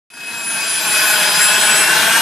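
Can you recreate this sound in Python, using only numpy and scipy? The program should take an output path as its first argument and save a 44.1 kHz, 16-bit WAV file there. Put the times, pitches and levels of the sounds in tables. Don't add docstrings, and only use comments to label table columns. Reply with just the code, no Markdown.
import sys
import numpy as np
from scipy import signal
from scipy.fft import rfft, irfft, next_fast_len
from scipy.io import wavfile
from scipy.ndimage import uniform_filter1d, map_coordinates

SR = 44100
rng = np.random.default_rng(int(sys.argv[2]) if len(sys.argv) > 2 else 0)


def store_wav(level_fs):
    pcm = np.round(np.clip(np.atleast_2d(level_fs), -1, 1) * 32767)
    wavfile.write(sys.argv[1], SR, pcm.T.astype(np.int16))


N = 97637

# frequency in Hz, correlation from 0 to 1.
SIDE_LIKENESS = [(30, .995), (160, .97), (450, 0.94), (1220, 0.88), (2010, 0.89), (3330, 0.66),
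                 (5500, 0.57), (9080, 0.87), (11500, 1)]
# frequency in Hz, level of left over right in dB.
LEFT_LEAN = [(60, 0), (200, -.5), (450, 1), (740, 2.5), (1220, 3), (3330, 2), (5500, 3), (9080, .5),
             (11500, 0)]
# frequency in Hz, phase in radians.
LEFT_LEAD = [(30, 0), (200, -0.27), (690, -0.43), (2300, .1), (2700, 0.27), (3900, -0.085), (6100, -0.41),
             (9200, -0.43), (11500, 0)]
SIDES = np.array([[1], [-1]])


def amp(db):
    return 10 ** (np.asarray(db) / 20)


def in_time(rows):
    seconds, *columns = np.transpose(rows)
    t = np.arange(N) / SR
    return [np.interp(t, seconds, column) for column in columns]


def at_hz(points, hz):
    point_hz, values = np.transpose(points)
    return np.interp(np.log(hz + 1), np.log(point_hz + 1), values)


def drift(rate_hz):
    step = 40
    pole = np.exp(-2 * np.pi * rate_hz * step / SR)
    noise = rng.standard_normal(N // step + 2002)
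    slow = signal.lfilter([1], [1, -2 * pole, pole * pole], noise)[2000:]
    return np.interp(np.arange(N) / step, np.arange(len(slow)), slow / slow.std())


def band_swells(sides, size, roar_db, rumble_db):
    own_swell_db, shared_swell_db = 1.5, 0.42
    roar_low_hz, roar_high_hz = 500, 2100
    hz = np.arange(size // 2 + 1) * SR / size
    place = 3 * np.log2(np.maximum(hz, 50) / 50)
    together = drift(6)
    out = 0
    for k in range(26):
        share = np.cos(np.pi / 2 * np.clip(place - k, -1, 1)) ** 2
        centre_hz = 50 * 2 ** (k / 3)
        swell_db = shared_swell_db * together + own_swell_db * drift(11.6)
        if centre_hz < roar_low_hz:
            swell_db = swell_db + rumble_db
        elif centre_hz < roar_high_hz:
            swell_db = swell_db + roar_db
        out = out + amp(swell_db) * irfft(sides * share, size)[:, :N]
    return out


def ground_echoes(direct):
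    # time in seconds, delay in ms.
    ground_delay = [(.1, 4.25), (.5, 4.35), (.9, 4.65), (1.3, 4.8), (1.7, 4.72), (2.2, 4.4)]
    echo_gain, rebound_gain, dull_hz = 0.5, 0.24, 3240
    low_pass = signal.butter(1, dull_hz, fs=SR, output="sos")
    dull = signal.sosfiltfilt(low_pass, direct)
    lag = uniform_filter1d(in_time(ground_delay)[0], size=6000) * SR / 1000
    out = direct
    for bounce, gain in ((1, echo_gain), (2, rebound_gain)):
        late = np.arange(N) - bounce * lag
        echo = [map_coordinates(side, [late], order=3, mode="nearest") for side in dull]
        out = out + gain * np.array(echo)
    return out


def rush(rush_db, roar_db, rumble_db):
    # frequency in Hz, relative level in dB per Hz.
    rush_colour = [(20, -47), (100, -31.5), (155, -15), (200, -22), (280, -18.5), (330, -9), (450, -18.5),
                   (560, -21), (615, -15), (740, -19), (880, -14.5), (1050, -12.5), (1280, -15), (1480, -6),
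                   (1750, -11.5), (2050, -14.5), (2500, -11), (3300, -11.5), (4500, -15), (6500, -16.5),
                   (8000, -18.5), (10500, -16.5), (12500, -24), (14000, -30.5), (15600, -31)]
    near_echo_s, near_echo_gain, near_dull_hz = 0.001225, 0.3, 4660
    size = next_fast_len(N)
    hz = np.arange(size // 2 + 1) * SR / size
    common, opposed = rfft(rng.standard_normal((2, size)))
    alike = np.clip(at_hz(SIDE_LIKENESS, hz), 0, 1)
    sides = np.sqrt(1 + alike) * common + SIDES * np.sqrt(1 - alike) * opposed
    sides = sides * amp(SIDES * at_hz(LEFT_LEAN, hz) / 2)
    sides = sides * np.exp(0.5j * SIDES * at_hz(LEFT_LEAD, hz))
    near_dulling = 1 / (1 + (hz / near_dull_hz) ** 2)
    near_echo = near_echo_gain * np.exp(-2j * np.pi * hz * near_echo_s) * near_dulling
    sides = sides * amp(at_hz(rush_colour, hz)) * (1 + near_echo)
    out = ground_echoes(band_swells(sides, size, roar_db, rumble_db))
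    return amp(rush_db) * out / out.std()


def stray_paths(share=0.24, rate_hz=12):
    paths = 1 + share * (drift(rate_hz) + 1j * drift(rate_hz))
    return np.abs(paths) / np.sqrt(1 + 2 * share ** 2)


def tone(hz, level_db):
    wander_rad, skew_rad = 0.24, 1
    mean_hz = hz.mean()
    phase = 2 * np.pi * np.cumsum(hz) / SR + wander_rad * drift(20) + rng.uniform(0, 2 * np.pi)
    alike = np.clip(at_hz(SIDE_LIKENESS, mean_hz), 0, 1)
    gap = skew_rad * np.sqrt(1 - alike) * drift(5.9) + at_hz(LEFT_LEAD, mean_hz)
    lean = amp(SIDES / 2 * at_hz(LEFT_LEAN, mean_hz))
    peak = np.sqrt(2) * amp(level_db)
    return peak * lean * stray_paths() * np.sin(phase + SIDES / 2 * gap)


def fan_speed():
    # time in seconds, revolutions per second.
    shaft_speed = [(.11, 159.67), (.42, 159.03), (.63, 158.56), (.96, 158.36), (1.19, 158.99),
                   (1.36, 160.49), (1.48, 162.17), (1.61, 164.58), (1.77, 168.25), (1.94, 172.56),
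                   (2.09, 176.69), (2.22, 180.34)]
    return uniform_filter1d(in_time(shaft_speed)[0], size=4000)


def dropouts(order):
    # centre in seconds, fan order, depth in dB.
    dips = [(.64, 63, 10), (.825, 63, 12), (1.01, 63, 12), (1.165, 63, 10), (1.55, 63, 12), (1.74, 63, 14),
            (1.19, 47, 12), (1.86, 47, 12), (2.0, 47, 14), (1.16, 16, 10), (1.6, 16, 8), (1.96, 16, 8)]
    spread_s = 0.014
    t = np.arange(N) / SR
    return sum(depth_db * np.exp(-((t - centre_s) / spread_s) ** 2 / 2)
               for centre_s, k, depth_db in dips if k == order)


def fan_tones(speed, rush_db):
    strong_orders = (16, 31, 47, 63, 79)
    # time in seconds, then levels in dB of orders 16, 31, 47, 63 and 79.
    strong_levels = [(0.12, -16.5, -28.0, -41, -19.5, -35.0), (0.21, -18.5, -20.5, -37, -26.5, -46.0),
                     (0.29, -13.5, -33, -39, -20.5, -42), (0.382, -18, -36, -24, -26.5, -33.0),
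                     (0.47, -19.5, -39, -31.0, -17.5, -38.0), (0.55, -21, -38, -52.0, -16.5, -34),
                     (0.64, -21, -24, -26, -26.5, -44.0), (0.73, -29.0, -26.5, -32, -16, -48),
                     (0.82, -28, -30, -27, -25.0, -28), (0.9, -22, -34.5, -25, -20.5, -37),
                     (0.99, -20, -27.0, -31.0, -22, -30.0), (1.08, -21, -29.5, -29.0, -19.5, -27),
                     (1.16, -27, -28, -28, -22, -30), (1.248, -26.5, -26, -31, -20, -30),
                     (1.34, -29.5, -19.5, -42, -22.5, -32.0), (1.42, -28.5, -25.0, -18.5, -17.5, -34),
                     (1.51, -20, -31, -22, -20.5, -34), (1.6, -23.5, -34, -19.5, -20.5, -33.0),
                     (1.69, -23.5, -40, -19.5, -18.5, -38.0), (1.77, -25, -28, -23.5, -19, -50),
                     (1.86, -24.5, -30, -23, -23, -47.0), (1.95, -19, -31, -28, -44, -38),
                     (2.03, -33, -33, -28, -30, -33), (2.12, -25, -40.0, -22.5, -29, -34.0),
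                     (2.21, -25, -25, -22.5, -26, -37)]
    # fan order, level in dB against the rush.
    faint_tones = [(32, -24), (48, -26), (64, -25), (80, -37), (95, -30)]
    out = 0
    for order, level_db in zip(strong_orders, in_time(strong_levels)):
        out = out + tone(order * speed, level_db - dropouts(order))
    for order, level_db in faint_tones:
        out = out + tone(order * speed, rush_db + level_db)
    return out


def core_tones(speed, rush_db):
    # time in seconds,
    # frequency in Hz.
    difference_pitch = [(.1, 4838), (.6, 4835), (1, 4838), (1.3, 4875), (1.45, 4945), (1.6, 5000), (1.75, 5052),
                        (1.9, 5125), (2.1, 5190), (2.2, 5225)]
    # time in seconds, difference tone in dB against the rush, core whine in dB against the rush.
    core_levels = [(.1, -28, -16), (.35, -28, -17), (.7, -21, -20), (1, -24, -22), (1.15, -17, -34),
                   (1.4, -37, -13), (1.6, -18, -26), (1.75, -24, -22), (1.9, -23, -24), (2.2, -25, -27)]
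    blades = 16
    difference_hz = uniform_filter1d(in_time(difference_pitch)[0], size=4000)
    difference_db, core_whine_db = in_time(core_levels)
    return tone(difference_hz, rush_db + difference_db) + tone(difference_hz + blades * speed, rush_db + core_whine_db)


def scene():
    # time in seconds, rush in dB, extra middle roar in dB, extra low rumble in dB.
    rush_levels = [(.1, -15, 1.5, 6.5), (.45, -18, 2.5, 4.5), (.8, -15, 0.5, -1.5), (1.2, -14, 1.5, -2.5),
                   (1.5, -14, 2.5, -2.5), (1.8, -13, 3, 0), (2.2, -13, 3.5, 0.5)]
    rush_db, roar_db, rumble_db = in_time(rush_levels)
    speed = fan_speed()
    whine = fan_tones(speed, rush_db) + core_tones(speed, rush_db)
    return rush(rush_db, roar_db, rumble_db) + whine


def record(dry):
    ceiling, cutoff_hz = 2.3, 15750
    start_s, fade_steps, steps_per_s = 0.102, 30, 29.97
    soft = np.clip(ceiling * np.tanh(dry / ceiling), -1, 1)
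    steps = np.floor((np.arange(N) / SR - start_s) * steps_per_s) + 1
    faded = soft * np.clip(steps / fade_steps, 0, 1)
    top_cut = signal.cheby2(16, 70, cutoff_hz, fs=SR, output="sos")
    return signal.sosfilt(top_cut, faded)


dry = scene()
out = record(dry)
store_wav(out)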